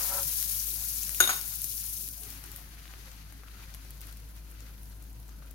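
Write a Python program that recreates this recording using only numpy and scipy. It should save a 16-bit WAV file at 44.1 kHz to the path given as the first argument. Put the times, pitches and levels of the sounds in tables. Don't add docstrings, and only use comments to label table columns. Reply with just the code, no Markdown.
import sys
import numpy as np
from scipy import signal
from scipy.fft import rfft, irfft
from scipy.io import wavfile
from scipy.ndimage import uniform_filter1d

SR = 44100
rng = np.random.default_rng(int(sys.argv[2]) if len(sys.argv) > 2 else 0)


def inscribe(sig):
    pcm = np.round(np.clip(np.atleast_2d(sig).T, -1, 1) * 32767)
    wavfile.write(sys.argv[1], SR, pcm.astype(np.int16))


N = 244314
LEAD = 6
SHIFT_S, SHIFT_SPAN_S = 3.8, 0.53


def gain_of(db):
    return 10 ** (np.asarray(db) / 20)


def evened(x):
    return x / np.sqrt(np.mean(x ** 2) + 1e-20)


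def read(points, hz):
    f, value = np.transpose(points)
    return np.interp(np.log(hz + 1), np.log(f + 1), value)


def curves(rows):
    s, *columns = np.transpose(rows)
    return [np.interp(np.arange(N) / SR, s, c) for c in columns]


def sides(pan_db):
    return np.array([gain_of(pan_db / 2), gain_of(-pan_db / 2)])


def add(mix, s, sound):
    part = mix[:, round(s * SR):][:, :sound.shape[1]]
    part += sound[:, :part.shape[1]]


def colour(x, spectrum):
    z = rfft(x)
    own = np.sqrt(uniform_filter1d(abs(z) ** 2, size=151) + 1e-12)
    wanted = gain_of(read(spectrum, np.fft.rfftfreq(N, 1 / SR)))
    return evened(irfft(z / own * wanted, N))


def burst(hz, cycles):
    u = np.arange(256) / SR * hz / cycles
    return u * np.exp(1 - 3 * u) * np.sin(2 * np.pi * cycles * u * (1 + 0.056 * u))


def room(x, t60, wet_db):
    t = np.arange(SR // 4) / SR
    tail = rng.standard_normal((2, len(t))) * gain_of(-60 * t / t60) * (t > .002)
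    tail = tail / np.linalg.norm(tail[0])
    return x + gain_of(wet_db) * signal.fftconvolve(x, tail, axes=1)[:, :N]


def shifted(s):
    return .5 + .5 * np.tanh((s - SHIFT_S) / SHIFT_SPAN_S)


# (f/Hz, relative level/dB per Hz)
RUMBLE = [(35, -12), (60, -5.5), (77, -10.5), (102, -2), (120, -10.5), (143, -5.5), (170, -14.5),
          (203, -10), (235, -22.5), (269, -12.5), (300, -17), (335, -17.5), (417, -23), (735, -24.5),
          (796, -30), (988, -23), (1160, -36), (1500, -26.5), (1950, -45), (3300, -120)]
# (f/Hz, left-right correlation from 0 to 1)
SAME = [(60, 0.69), (240, 0.67), (950, 0.11), (3770, 0.01), (15000, 0.02)]
RUMBLE_DB, PATCH_DB = -55, 1.2
EARLY_MID_DB, EARLY_PATCH_DB = -4, 5


def rumble():
    a, b = rfft(rng.standard_normal((2, N)))
    same = np.clip(read(SAME, np.fft.rfftfreq(N, 1 / SR)), -1, 1)
    pair = irfft([a, same * a + np.sqrt(1 - same ** 2) * b], N)
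    z = signal.stft(colour(pair, RUMBLE), nperseg=2048)[2]
    patches = uniform_filter1d(rng.standard_normal(z.shape[1:]), size=3, axis=0)
    patches = uniform_filter1d(patches, size=3, axis=1)
    hz = np.arange(z.shape[1])[:, None] * SR / 2048
    s = np.arange(z.shape[2]) * 1024 / SR
    early = (1 - shifted(s)) * read([(220, 0.035), (420, 1.0)], hz)
    patch_db = (PATCH_DB + EARLY_PATCH_DB * early) * evened(patches)
    patchy = signal.istft(z * gain_of(patch_db + EARLY_MID_DB * early), nperseg=2048)[1][:, :N]
    return gain_of(RUMBLE_DB) * evened(patchy) * sides(1.2)[:, None]


# (t/s, level/dB)
HUM = [(0.0, -44.5), (1.16, -44), (1.27, -47.5), (1.71, -46.5), (3.44, -46.5), (3.93, -43.5), (5.54, -43.5)]
# (multiple of the hum pitch, level/dB relative to the hum)
HUM_ORDERS = [(1, -2.5), (2, -21), (3, -26), (4, -44), (5, -30)]
HUM_HZ, HUM_DRIFT_HZ, HUM_WAVER_DB = 53.15, 0.26, -0.14


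def hum():
    drift, waver = [evened(uniform_filter1d(v, size=6000)) for v in rng.standard_normal((2, N))]
    turns = np.cumsum(HUM_HZ + HUM_DRIFT_HZ * drift) / SR
    tone = sum(gain_of(db) * np.sin(2 * np.pi * (k * turns + rng.random())) for k, db in HUM_ORDERS)
    level_db = curves(HUM)[0] + HUM_WAVER_DB * uniform_filter1d(waver, size=1500)
    return np.sqrt(2) * gain_of(level_db) * tone * sides(2.8)[:, None]


THUMP_S, THUMP_HZ, THUMP_DB, THUMP_CYCLES = .238, 138, -45, 8.5


def thump():
    u = np.arange(0, 1, THUMP_HZ / THUMP_CYCLES / SR)
    wave = np.sin(np.pi * u ** 0.58) ** 2 * np.sin(2 * np.pi * THUMP_CYCLES * u)
    out = np.zeros((2, N))
    add(out, THUMP_S, gain_of(THUMP_DB) * wave * sides(1.5)[:, None])
    return out


# (t/s, level/dB, extra drive of the lowest mode/dB)
SCRAPE = [(0.0, -37, -12), (0.02, -50, 0), (0.05, -48, 2), (0.072, -55, 0), (0.09, -50, -2),
          (0.12, -41, -3), (0.135, -46, -1), (0.148, -43.5, 5), (0.168, -43, -2), (0.19, -44.5, 3),
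          (0.225, -54, 12), (0.245, -66, 6), (0.3, -73, 0)]
# (f/Hz, bandwidth/Hz, relative level/dB)
PAN = [(565, 15, 14.5), (791, 27, 16.5), (970, 130, 5), (1210, 130, 1), (1334, 31, 12), (1560, 72, -12),
       (1900, 150, -18)]
SLIPS_PER_S, PLACE_DB = 2700, 1


def scrape():
    t, length = np.arange(4000) / SR, SR // 2
    body = np.array([gain_of(db) * width * np.exp(-np.pi * width * t) * np.sin(2 * np.pi * hz * t)
                     for hz, width, db in PAN])
    slips = rng.standard_normal(length) * (rng.random(length) < SLIPS_PER_S / SR)
    place = uniform_filter1d(rng.standard_normal((len(PAN), length)), size=1200)
    level_db, lowest_db = curves(SCRAPE)
    lowest_db = np.outer(np.arange(len(PAN)) == 0, lowest_db[:length])
    drive = slips * gain_of(PLACE_DB * evened(place) + lowest_db)
    rung = signal.oaconvolve(drive, body, axes=1)[:, :length].sum(0)
    highpass = signal.butter(4, 480, "high", fs=SR, output="sos")
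    sound = np.pad(evened(signal.sosfilt(highpass, rung)), (0, N - length))
    touching = np.arange(N) / SR < SCRAPE[-1][0]
    return room(sound * gain_of(level_db) * touching * sides(2.4)[:, None], 0.081, -1)


# (t/s, body modes level/dB, low modes level/dB, middle modes level/dB, high modes level/dB)
CLINKS = [(1.203, -22, -15.5, -25.5, -17.5), (1.223, -26.5, -43, -26.5, -43), (1.238, -45, -51, -25.5, -54),
          (1.257, -40, -49, -33.5, -55), (1.274, -26, -50, -31, -33), (1.283, -31, -62, -50, -43),
          (1.2918, -21.5, -30.5, -45, -32), (1.297, -26, -35, -55, -33), (1.304, -26.5, -44, -47, -33),
          (1.312, -31, -50, -44, -47)]
# (f/Hz, relative level/dB, decay by 60 dB t60/s, left-right level/dB)
BOWL = [(363, -20, 0.33, 0), (765, -8, 0.024, 2.5), (1076, -13, 0.039, -4), (1304, -5, 0.019, 20),
        (1420, -6.5, 0.07, 15), (1500, -11, 0.079, -7), (1472.5, 5, 0.05, -3), (1672, -15, 0.15, 16),
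        (2870, -11, 0.042, -22), (3684, 5, 0.073, 8.5), (3830, -12, 0.06, 11), (6590, -21, 0.041, -22),
        (6587, 4.5, 0.072, 6.5), (6670, -3, 0.08, 9), (6840, -8, 0.06, 3), (9700, -3, 0.078, 12),
        (12350, -8, 0.036, -3), (12880, 2.5, 0.075, 4)]
CLATTER_DB = -7
THUD_DB, THUD_HZ = -18, 600
TOUCH_DB, DETUNE = -4, 0.0019
CHATTER_DB = 1.9
RATTLE_CONTACTS, RATTLE_S = 9, 0.0085
RATTLE_DB, RATTLE_FADE_DB, RATTLE_SPREAD_DB = -34.5, -1.18, 5
RATTLE_RING_DB = -12.5


def settling_rattle():
    k = np.arange(RATTLE_CONTACTS)
    when, size = rng.random((RATTLE_CONTACTS, 2)).T
    times = CLINKS[-1][0] + (k + .5 + when / 2) * RATTLE_S
    levels_db = RATTLE_DB + k * RATTLE_FADE_DB + RATTLE_SPREAD_DB * (size - .5)
    return [(s, db, *[db + RATTLE_RING_DB] * 3) for s, db in zip(times, levels_db)]


def clinks():
    out, t = np.zeros((2, N)), np.arange(SR // 4) / SR
    hz, db, t60, pan_db = np.transpose(BOWL)[:, :, None]
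    late = t - np.array([[[0]], [[LEAD]]]) / SR
    phase = 2 * np.pi * rng.random(hz.shape)
    contacts = CLINKS + settling_rattle()
    times = np.transpose(contacts)[0]
    for s, body_db, low_db, mid_db, high_db in contacts:
        touches = ((times > s) & (s + t[:, None] > times)).sum(1) * 1.
        touches = uniform_filter1d(touches, size=90)
        groups = [(350, low_db), (750, body_db), (1200, body_db), (1400, low_db),
                  (3700, mid_db), (6600, high_db), (10000, high_db + 2.0)]
        chatter = evened(uniform_filter1d(rng.standard_normal((len(hz), len(t))), size=260))
        chatter_db = CHATTER_DB * chatter * np.minimum(t / 0.033, 1)
        mode_db = db + read(groups, hz) + chatter_db - 60 * t / t60 + TOUCH_DB * touches
        seated_hz = hz * (1 + DETUNE * rng.standard_normal(hz.shape))
        wave = np.sin(2 * np.pi * seated_hz * late + phase + 2 * np.pi * hz * s)
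        ring = (sides(pan_db) * gain_of(mode_db) * wave).sum(1)
        clatter = signal.lfilter([1], [1, -.6], rng.standard_normal((2, len(t)))) * np.exp(-t / 0.013)
        clatter = signal.lfilter([1, -1], [1, -.95], clatter)
        clatter = gain_of(max(body_db, low_db, mid_db, high_db) + CLATTER_DB) * clatter
        thud = gain_of(body_db + THUD_DB) * np.pad(burst(THUD_HZ, 0.97), (0, len(t) - 256))
        add(out, s, (ring + clatter + thud) * np.minimum(t / 0.00077, 1))
    return room(out, 0.38, -9.5)


SMALL_POPS, SMALL_DB, SMALL_SPREAD_DB = 24, -37.5, 6
SMALL_LOW_HZ, SMALL_HIGH_HZ, SMALL_PAN_DB = 2200, 13000, 6.5


def small_pops():
    when, size, pitch, side = rng.random((SMALL_POPS, 4)).T
    s = SHIFT_S + (N / SR - SHIFT_S) * (np.arange(SMALL_POPS) + when) / SMALL_POPS
    level_db = SMALL_DB + SMALL_SPREAD_DB * (size - .5)
    hz = SMALL_LOW_HZ * (SMALL_HIGH_HZ / SMALL_LOW_HZ) ** np.sqrt(pitch)
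    return list(zip(s, level_db, hz, 2 * SMALL_PAN_DB * side))


# (t/s, level/dB, starting pitch f/Hz, left-right level/dB)
POPS = [(0.4054, -24, 14600, 9), (0.427, -11.5, 12300, 7), (0.483, -16, 10700, 2), (0.498, -15, 11800, 13),
        (0.511, -14, 11000, 7), (0.7425, -23, 11000, 7), (0.8246, -16.5, 10600, 8), (1.0338, -12, 6460, 11),
        (1.0935, -12.5, 10100, 13), (1.147, -12.5, 10100, 8), (1.1845, -25, 12700, 8),
        (1.378, -22, 10000, 7), (1.413, -16.5, 11000, 15), (1.478, -18, 12700, 11), (1.618, -12, 11000, 5),
        (1.643, -10.5, 11200, 13), (2.077, -21.5, 11820, 9), (2.088, -17, 9920, 3),
        (2.235, -21.5, 9050, 10), (2.304, -22, 12300, 10), (2.44, -28.5, 1340, 6), (2.44, -23, 10300, 10),
        (2.5172, -24, 11600, 8), (2.562, -21.5, 10800, 4), (2.752, -51, 1530, 4.5), (2.772, -35, 1640, 3.5),
        (2.856, -26.5, 2380, 4), (2.879, -27, 3100, 3), (2.913, -32, 5900, 7), (2.938, -23, 1900, 5),
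        (2.981, -34, 7500, 0), (3.1165, -34, 6280, 10), (3.324, -30.5, 1600, 5), (3.325, -32, 9600, 3),
        (3.378, -38, 12000, 3), (3.435, -30, 1410, 7), (3.484, -30, 2760, 4.5), (3.642, -36, 1520, 3.5),
        (3.6598, -32.5, 4950, 4.5), (3.7405, -26, 4780, 10), (3.7476, -23.5, 10400, 5),
        (3.748, -29, 1900, 4), (3.851, -36, 1500, 5), (3.9067, -26, 12000, 1), (4.008, -28, 12500, 5),
        (4.0153, -24, 10830, 1), (4.0702, -28, 14480, 1), (4.1262, -28, 13500, 2), (4.1715, -33, 11050, 8),
        (4.2006, -35, 14200, 1), (4.6056, -32, 6500, 10), (4.695, -37, 1350, 5.5),
        (4.8323, -32.5, 10900, 3), (5.026, -32.5, 10600, 3), (5.027, -40, 5700, 5), (5.1997, -34, 11100, 2),
        (5.2906, -36, 1420, 6), (5.293, -33, 5900, 10), (5.424, -36, 1540, 12), (5.511, -32, 11250, 12)]
EARLY_KNOCK_DB, LATE_KNOCK_DB = -51, -12


def pops():
    out, t, rows = np.zeros((2, N)), np.arange(256) / SR, POPS + small_pops()
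    for s, db, hz, pan_db in rows:
        noise = rng.standard_normal((2, 257))
        bright = noise[:, 1:] - noise[:, :-1] * 0.95
        tick = 0.29 * (hz / 10000) ** 0.8 * bright * t / 0.0005 * np.exp(1 - t / 0.00037)
        cycles = 3.4 * hz / 10000
        knock_db = EARLY_KNOCK_DB + (LATE_KNOCK_DB - EARLY_KNOCK_DB) * shifted(s)
        pop = burst(hz, cycles) + tick + gain_of(knock_db) * burst(810, 0.34)
        add(out, s, gain_of(db) * sides(pan_db)[:, None] * pop)
    return room(out, 0.05, -7)


def bubbles(low_hz, high_hz, per_s, spread_db, cycles, clump_db, hiss):
    clumps = gain_of(clump_db * evened(uniform_filter1d(rng.standard_normal(N), size=900)))
    bursting = rng.random(N) < per_s / SR
    size = gain_of(spread_db * np.minimum(rng.exponential(1, N), 5)) * bursting
    spot, out = rng.integers(0, 24, N), np.zeros((2, N))
    for k, hz in enumerate(np.geomspace(low_hz, high_hz, num=24)):
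        left = signal.oaconvolve(size * clumps * (spot == k), burst(hz, cycles))[:N]
        right = np.roll(left, LEAD + rng.integers(-12, 12)) * rng.uniform(1.0, 2.7)
        out += [left, right]
    return evened(out) + hiss * clumps * rng.standard_normal((2, N))


# (t/s, fine fizz level/dB, coarse sputter level/dB)
SIZZLE = [(0.0, -31, -42.5), (0.31, -30, -50), (0.72, -32, -54.5), (1.15, -34, -52), (1.45, -35.5, -52.5),
          (1.68, -36, -58), (1.9, -35.5, -57), (2.04, -37, -61), (2.1, -40, -61), (2.2, -43, -57),
          (2.27, -43, -53), (2.42, -50, -52), (2.58, -50.5, -53.5), (2.83, -63, -54), (3.01, -59, -52),
          (3.32, -61.5, -56.5), (3.64, -62, -54), (3.95, -56, -57), (4.31, -57, -60.5), (4.59, -59, -57.5),
          (4.84, -56.5, -60.5), (5.22, -59, -63), (5.54, -61.5, -61.5)]
# (f/Hz, relative level/dB per Hz)
FIZZ = [(880, -54), (1500, -67), (1660, -24), (1850, -33), (2340, -18.5), (3090, -18.5), (3880, -12.5),
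        (6310, -5.5), (7920, -11), (11100, 0.5), (14500, -2.5), (15200, -4.5), (16000, -3.5)]
# (f/Hz, relative level/dB per Hz)
SPUTTER = [(150, -44), (350, -24), (700, -7.5), (1150, -4), (1420, -1.5), (2000, -1.5), (3500, -5),
           (4500, -2.5), (5200, -6.5), (6300, -4.5), (7900, -13), (9000, -9.5), (12000, -5), (16000, -14)]
# (f/Hz, relative level/dB per Hz)
GURGLE = [(500, -35), (950, -15), (1400, 5), (1750, -11.5), (2600, -27), (5000, -60)]
# (centre t/s, change of sputter level/dB, gurgle level/dB)
PRESSES = [(2.452, -0.5, -62), (2.9, 0, -68), (3.46, -3, -62), (3.58, 2.5, -62), (4.04, 4, -77),
           (4.095, 5.5, -65), (4.52, -1.5, -63), (4.62, 3.5, -80), (4.695, 2.5, -66), (5.33, 3.5, -69),
           (5.385, 2, -79), (5.44, 1.5, -65)]
PRESS_S = 0.031
EARLY_PAN_DB, LATE_PAN_DB = 8, 1.5


def sizzle():
    t = np.arange(N) / SR
    fizz_db, sputter_db = curves(SIZZLE)
    pan_db = EARLY_PAN_DB + (LATE_PAN_DB - EARLY_PAN_DB) * shifted(t)
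    swell_db = sum(db * np.exp(-((t - s) / PRESS_S) ** 2) for s, db, _ in PRESSES)
    gurgle_gain = sum(gain_of(db) * np.exp(-.5 * ((t - s) / PRESS_S) ** 2) for s, _, db in PRESSES)

    gurgle = bubbles(870, 2100, per_s=500, spread_db=2.5, cycles=3.6, clump_db=1.0, hiss=0.6)
    gurgle = colour(gurgle, GURGLE) * gurgle_gain * sides(5.1)[:, None]
    fizz = bubbles(2540, 18000, per_s=4600, spread_db=3.3, cycles=2.03, clump_db=1.38, hiss=0.56)
    fizz = colour(room(fizz, 0.055, -1.5), FIZZ) * gain_of(fizz_db) * sides(pan_db)
    sputter = bubbles(638, 6200, per_s=2500, spread_db=2.5, cycles=1.17, clump_db=1.5, hiss=1.0)
    sputter = colour(room(sputter, 0.066, 0.58), SPUTTER)
    sputter = sputter * gain_of(sputter_db + swell_db) * sides(5.2)[:, None]
    return fizz + gurgle + sputter


def scene():
    return rumble() + hum() + thump() + scrape() + clinks() + pops() + sizzle()


CEILING, EDGE_HZ = .75, 15900


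def record(dry):
    soft = CEILING * np.tanh(dry / CEILING)
    lowpass = signal.firwin(511, EDGE_HZ, window=("kaiser", 9), fs=SR)
    return signal.oaconvolve(soft, lowpass[None], "same")


dry = scene()
out = record(dry)
inscribe(out)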